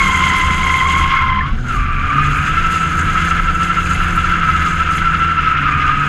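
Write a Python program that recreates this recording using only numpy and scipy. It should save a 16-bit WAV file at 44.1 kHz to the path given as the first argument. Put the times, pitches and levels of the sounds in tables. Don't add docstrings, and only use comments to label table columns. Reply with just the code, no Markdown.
import sys
import numpy as np
from scipy import signal
from scipy.fft import rfft, irfft, next_fast_len
from scipy.io import wavfile
from scipy.ndimage import uniform_filter1d

SR = 44100
rng = np.random.default_rng(int(sys.argv[2]) if len(sys.argv) > 2 else 0)


def elevation(decibels):
    levels = np.asarray(decibels, float)
    return 10 ** (levels / 20)


def wav_record(signal):
    frames = np.transpose(np.atleast_2d(signal))
    bounded = np.clip(frames, -1, 1)
    quanta = np.round(bounded * 32767).astype(np.int16)
    wavfile.write(sys.argv[1], SR, quanta)


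N = 268128
TIME_S = np.arange(N) / SR


def columns(rows):
    s, *cols = np.transpose(rows)
    return [np.interp(TIME_S, s, c) for c in cols]


def bell(s, length):
    return np.exp(-((TIME_S - s) / length) ** 2)


def sounding(rows):
    inside = 1. * (TIME_S >= rows[0][0]) * (TIME_S <= rows[-1][0])
    return uniform_filter1d(inside, size=900)


def noise():
    return rng.standard_normal(N)


def rms_one(x):
    return x / np.sqrt(np.mean(x ** 2) + 1e-20)


def drift(rate_hz):
    r = np.exp(-2 * np.pi * rate_hz / SR)
    settled = signal.lfilter([1], [1, -2 * r, r * r], rng.standard_normal(N + SR))[SR:]
    return rms_one(settled)


def colour(x, spectrum):
    hz, db = np.transpose(spectrum)
    size = next_fast_len(N)
    log_hz = np.log(np.arange(size // 2 + 1) * SR / size + 1)
    gain = elevation(np.interp(log_hz, np.log(hz), db, -120, -120))
    return rms_one(irfft(rfft(x, size) * gain, size)[:N])


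def resonance(x, hz, width_hz):
    r = np.exp(-np.pi * width_hz / SR)
    zeros = np.array([1, 0, -1]) * (1 - r * r) / 2
    return signal.lfilter(zeros, [1, -2 * r * np.cos(2 * np.pi * hz / SR), r * r], x)


def ringing(hz, width_hz):
    return rms_one(resonance(resonance(noise(), hz, width_hz), hz, width_hz))


def channel_difference():
    # f/Hz, level/dB per Hz
    spectrum = [(20, 17), (200, -5), (700, -13.0), (1400, -1), (4000, -25.5), (13000, -28)]
    return elevation(-51 + 3.5 * drift(14.4)) * colour(noise(), spectrum)


# f/Hz, width/Hz, level/dB
PANEL_MODES = [(61.5, 4.2, -6.5), (76.9, 3.06, 2), (90, 10, -6.5), (125.5, 20.3, -5.5), (143, 7.9, -7),
               (210.3, 50, -14)]
# t/s, length/s, extra buffeting level/dB, extra boom level/dB
BUMPS = [(0, 0.051, 12, 4), (0.208, .1, -4, 3), (0.484, 0.03, 10.5, 7), (0.851, 0.11, -5, -0.5),
         (1.05, 0.045, 4.5, 3), (1.526, 0.097, 8, 5.5), (1.305, 0.088, 4.5, 5.5), (1.792, 0.1, 10.5, 3),
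         (2.003, 0.16, 4.5, 3), (2.4, 0.14, 6, 2.5), (3.02, 0.14, 6, 6), (3.45, .08, 8.5, -1),
         (3.921, 0.068, 1.5, 5), (4.114, 0.13, 8.5, 1), (4.549, .12, 1, 3), (4.9, 0.17, 3.5, -0.5),
         (5.3, 0.12, -4, -2.5), (5.75, 0.05, -6, 5.5)]


def bodywork():
    buffet_db = -25.5 + sum(db * bell(s, length) for s, length, db, _ in BUMPS)
    boom_db = -24.5 + sum(db * bell(s, length) for s, length, _, db in BUMPS)
    boom = rms_one(sum(elevation(db) * ringing(hz, 2.5 * width_hz) for hz, width_hz, db in PANEL_MODES))
    buffet = ringing(22.7, 2.5 * 6) + 0.28 * ringing(39.0, 2.5 * 17.5)
    return boom * elevation(boom_db + 1.0) + buffet * elevation(buffet_db + 1.5)


MEAN_LOAD_DB = -40.5
# t/s, level/dB
LOAD = [(0, -31.5), (.5, -35.5), (1.0, -35.5), (1.12, -45.5), (1.4, -58.5), (1.62, -52.5), (1.75, -39),
        (1.86, -55.5), (2.25, -43), (2.75, -39.5), (2.95, -39.5), (3.15, -37.5), (3.47, -43), (3.95, -39),
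        (4.35, -42), (4.95, -42.5), (5.55, -50), (6.08, -45.5)]
# t/s, length/s, extra load level/dB
SURGES = [(2.44, 0.042, 1.5), (2.74, 0.056, 3), (3.288, .04, 4), (3.629, 0.051, 4), (3.92, .05, 3.5),
          (4.149, 0.028, 0), (4.674, 0.049, 4), (4.97, 0.047, 5), (5.319, 0.045, 0), (5.88, .1, 0.5)]


def load():
    return columns(LOAD)[0] + sum(db * bell(s, length) for s, length, db in SURGES)


# t/s, firing f/Hz, first order level/dB
FIRING = [(0, 190.7, -27), (.25, 173.6, -32.5), (1.05, 162.7, -29), (1.17, 152.3, -38), (1.5, 120.6, -51),
          (1.57, 121.1, -27.5), (1.82, 126, -29.5), (1.92, 129.3, -47), (2.15, 141.4, -21),
          (2.3, 144.9, -20), (2.45, 150.5, -26), (2.7, 165.5, -28.5), (3.1, 165.9, -26), (3.95, 174.2, -26),
          (4.5, 165.5, -26), (5.3, 162.6, -27), (5.65, 143, -23.5), (6.08, 146, -24.5)]
# multiple of the firing rate, level under the first order/dB
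OTHER_ORDERS = [(.5, -14), (11 / 6, -16.5), (3, -23.5)]


def engine_orders(cycles):
    firing_hz, first_db = columns(FIRING)
    second_db = -40 + 0.64 * (first_db + 28) - 0.23 * (firing_hz - 150)
    tones = elevation(first_db) * np.sin(2 * np.pi * cycles) + elevation(second_db) * np.sin(4 * np.pi * cycles + 1)
    for multiple, db in OTHER_ORDERS:
        tones += elevation(first_db + db + 2.0 * drift(10.0)) * np.sin(2 * np.pi * multiple * cycles)
    return np.sqrt(2) * tones


# f/Hz, level/dB per Hz
CLATTER = [(2350, -36), (4000, 2), (4370, -2.5), (4740, 0.5), (5800, -7.5), (6240, 4.5), (6570, 5.5),
           (7670, -2), (9570, -12), (10200, -4.5), (10500, -5), (11300, -11.5), (12700, -15.5),
           (13700, -24.5)]


def clatter(cycles, puff, load_db):
    surge_db = 1.1 * drift(13)
    total = 0
    for kind, edge_hz in ("low", 5900), ("band", [5900, 9400]), ("high", 9400):
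        strength = elevation(rng.normal(0, 4.2, 1500))[cycles.astype(int)]
        gate = .8 + .75 * strength * puff
        part = colour(gate * noise(), CLATTER) * elevation(load_db + surge_db + 1.74 * drift(31))
        total = total + signal.sosfilt(signal.butter(4, edge_hz, kind, fs=SR, output="sos"), part)
    return total


# f/Hz, level/dB per Hz
ROAR = [(110, -54), (190, 2.5), (236, -8.5), (318, -8.5), (383, -12.5), (459, -13), (650, -20),
        (747, -10.5), (823, -19.5), (1000, -19), (1300, -34), (2200, -120)]


def exhaust_roar(puff, load_db):
    roar_db = -38.5 + 0.3 * (load_db - MEAN_LOAD_DB)
    return colour((0.5 + puff) * noise(), ROAR) * elevation(roar_db + 7.5)


def engine():
    cycles = np.cumsum(columns(FIRING)[0]) / SR
    puff = np.sin(np.pi * cycles) ** 2
    load_db = load()
    orders = engine_orders(cycles)
    bright = clatter(cycles, puff, load_db)
    roar = exhaust_roar(puff, load_db)
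    return orders * elevation(1.5 * drift(8)) + bright + roar


# t/s, scrub level/dB
SLIDE = [(0, -25.5), (.3, -25.5), (.9, -28.5), (1.17, -24), (1.43, -31), (1.56, -37.5), (1.63, -40),
         (1.69, -28), (1.95, -29.5), (2.21, -22.5), (2.6, -23.5), (2.95, -25.5), (3.25, -21.5), (3.51, -26),
         (4.6, -22.5), (5.3, -25), (5.65, -21.5), (6.08, -23)]
# f/Hz, level/dB per Hz
DULL_SCRUB = [(500, -62), (850, -34), (1010, -12), (1100, -18), (1190, -8.5), (1270, -1.5), (1320, 0),
              (1360, 1), (1430, -3.5), (1640, -5.5), (1890, -15), (2070, -18), (2400, -14), (3120, -77),
              (5280, -120)]
# f/Hz, level/dB per Hz
BRIGHT_SCRUB = [(1120, -27), (1900, -14.5), (2050, 11.5), (2350, -4.5), (2720, 3), (3160, -1), (3370, -2.5),
                (3830, -13.5), (4130, -12), (4400, -23), (4810, -15.5), (5290, -20.5), (5900, -20),
                (7670, -60), (13000, -120)]
# f/Hz, level/dB per Hz
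ROLLING_HISS = [(2500, -15), (3000, -0.5), (5600, -14), (8000, -34)]


def scrub(swell):
    level_db, = columns(SLIDE)
    first_tyre_db = 6.5 * sounding(FIRST_TYRE)
    bright_db = level_db - 3.5 + first_tyre_db + 0.17 * (load() - MEAN_LOAD_DB)
    dull = colour(noise(), DULL_SCRUB) * elevation(level_db + 5.0 + 1.57 * drift(40))
    bright = colour(noise(), BRIGHT_SCRUB) * elevation(bright_db - 1.53 + 2.0 * drift(25))
    grab, tear = 1 + 1.2 * swell, 1 + 1.17 * swell
    hiss = elevation(-49) * colour(noise(), ROLLING_HISS)
    return dull * grab / np.mean(grab) + bright * tear / np.mean(tear) + hiss


# t/s, peak level/dB, length/s, f/Hz, glide/Hz per s
SQUEAKS = [
    (1.22, -19, .013, 1340, 0),
    (1.411, -15.5, .0047, 1780, 4),
    (1.421, -28, .012, 2020, -3),
    (1.44, -25, .028, 1185, 2500),
    (1.6, -36.5, .038, 1540, -900),
    (2.04, -23, .011, 1365, -2),
    (2.22, -29, .07, 2470, 300),
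    (2.227, -19.5, .012, 1710, 0),
    (2.26, -30, .021, 1340, -3),
]
# t/s, peak level/dB, length/s, f/Hz, glide/Hz per s
SHUDDERS = [
    (.5, -27, .041, 200, 0),
    (.6, -29, .015, 200, 0),
    (1.37, -26, .047, 198, 0),
    (1.54, -24, .019, 215, 0),
    (1.75, -37, .04, 370, 0),
    (2.0, -33, .04, 225, 0),
]


def squeaks():
    total = 0
    for s, db, length, hz, glide in SQUEAKS + SHUDDERS:
        since = TIME_S - s
        total = total + elevation(db) * bell(s, length) * np.sin(2 * np.pi * (hz + glide * since / 2) * since)
    return total * np.sqrt(2)


def slipping(pitch_hz, harmonics, wander_hz, flutter_db):
    phase = 2 * np.pi * np.cumsum(pitch_hz + wander_hz * drift(69.86)) / SR
    wave = 0
    for k, gain in enumerate(harmonics, 1):
        wave = wave + gain * elevation(flutter_db * drift(80)) * np.cos(k * phase)
    return wave * np.sqrt(2)


# t/s, slip f/Hz, level/dB
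FIRST_TYRE = [(0, 1092, -20), (.05, 1062, -19.5), (.35, 1036, -17.5), (.54, 1039, -20), (.9, 1057, -15.5),
              (1.19, 1078, -17.5), (1.31, 1028, -16), (1.47, 1072, -25.5), (1.56, 1183, -44)]


def first_tyre():
    pitch_hz, level_db = columns(FIRST_TYRE)
    pitch_hz = pitch_hz + 7 * drift(31.4)
    level_db = level_db + 1.2 * drift(35)
    octave_db = level_db - 0.5 - 5.5 * TIME_S + 0.65 * drift(2.6)
    octave = elevation(octave_db) * (1.0 + .5 * drift(150))
    harmonics = [elevation(level_db), octave, elevation(octave_db - 13)]
    tone = slipping(pitch_hz, harmonics, wander_hz=18, flutter_db=3.5)
    return sounding(FIRST_TYRE) * (tone + elevation(octave_db - 14.5) * ringing(3260, 70))


# t/s, slip f/Hz, held level/dB, rough octave level/dB
SECOND_TYRE = [(1.58, 1501, -41, -56.5), (1.68, 1410, -35.5, -47), (1.75, 1217, -21.5, -33.5),
               (1.96, 1198, -25.5, -29), (2.2, 1233, -15.5, -33.5), (2.36, 1269, -25, -28.5),
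               (2.6, 1323, -20.5, -33.5), (3.1, 1298, -20.5, -45), (3.5, 1321, -24, -45),
               (3.9, 1350, -27.5, -28.5), (4.4, 1313, -19.5, -41), (4.68, 1289, -18, -38),
               (4.95, 1325, -21, -35.5), (5.3, 1340, -18.5, -37.5), (5.5, 1321, -14, -29),
               (5.72, 1240, -18.5, -27), (5.86, 1262, -16.5, -28.5), (6.08, 1278, -21.5, -30.5)]
# t/s, peak level/dB, length/s
GRABS = [(1.705, -17, 0.02494), (2.498, -18.5, 0.03), (2.585, -13, 0.025), (2.66, -14.5, 0.034),
         (2.754, -15, .04), (2.835, -13.5, 0.041), (2.99, -14.5, 0.024), (3.095, -17.5, 0.028),
         (3.174, -15, .03), (3.315, -10.5, 0.022), (3.392, -17, .024), (3.493, -12, 0.025),
         (3.559, -13, .018), (3.622, -10, 0.023), (3.709, -12, 0.02), (3.783, -11, 0.0193),
         (4.015, -15, 0.0205), (4.193, -15.5, 0.032), (4.25, -12.5, 0.014), (4.331, -13, 0.039),
         (4.434, -15.5, .035), (4.495, -12.5, 0.023), (4.554, -14.5, 0.026), (4.812, -11.5, 0.027),
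         (5.078, -14, .04), (5.148, -13.5, .022), (5.235, -11.5, 0.04), (5.308, -12.5, .032),
         (5.391, -12.5, 0.028), (5.587, -13, 0.02)]


def second_tyre():
    pitch_hz, level_db, octave_db = columns(SECOND_TYRE)
    on = sounding(SECOND_TYRE)
    swell = np.max([elevation(db) * bell(s, .745 * length) for s, db, length in GRABS], axis=0)
    let_go = np.max([bell(s, 0.04488) for s, _, _ in GRABS], axis=0)
    held = on * elevation(level_db - 12 * let_go + 1.76 * drift(22))
    grab = swell / (swell + held + 1e-6)
    octave = on * elevation(octave_db) * (0.4 + drift(230)) + elevation(-24.5) * swell
    pitch_hz = pitch_hz + 25.03 * (grab - .6) + 5 * drift(20)
    tread = ringing(2760, 190) * elevation(-17.5) * (swell + 0.84 * held)
    harmonics = [np.hypot(held, swell), octave]
    tone = slipping(pitch_hz, harmonics, wander_hz=22 - 16 * grab, flutter_db=2.5 - 0.7 * grab)
    return tread + tone, swell


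def scene():
    second, swell = second_tyre()
    mono = first_tyre() + second + squeaks() + scrub(swell) + engine() + bodywork()
    side = channel_difference()
    return np.array([mono + side, mono - side])


def low_pass(x):
    return signal.sosfilt(signal.butter(12, 13890, fs=SR, output="sos"), x)


# f/Hz, width/Hz
CASE_NOTCHES = [(5880, 210), (9400, 61), (10950, 230)]


def record(dry):
    for hz, width_hz in CASE_NOTCHES:
        dry = dry - 0.39 * resonance(dry, hz, width_hz)
    cut = signal.sosfilt(signal.butter(2, 16, "high", fs=SR, output="sos"), dry)
    return low_pass(1.223 * np.tanh(cut / 1.323))


dry = scene()
out = record(dry)
wav_record(out)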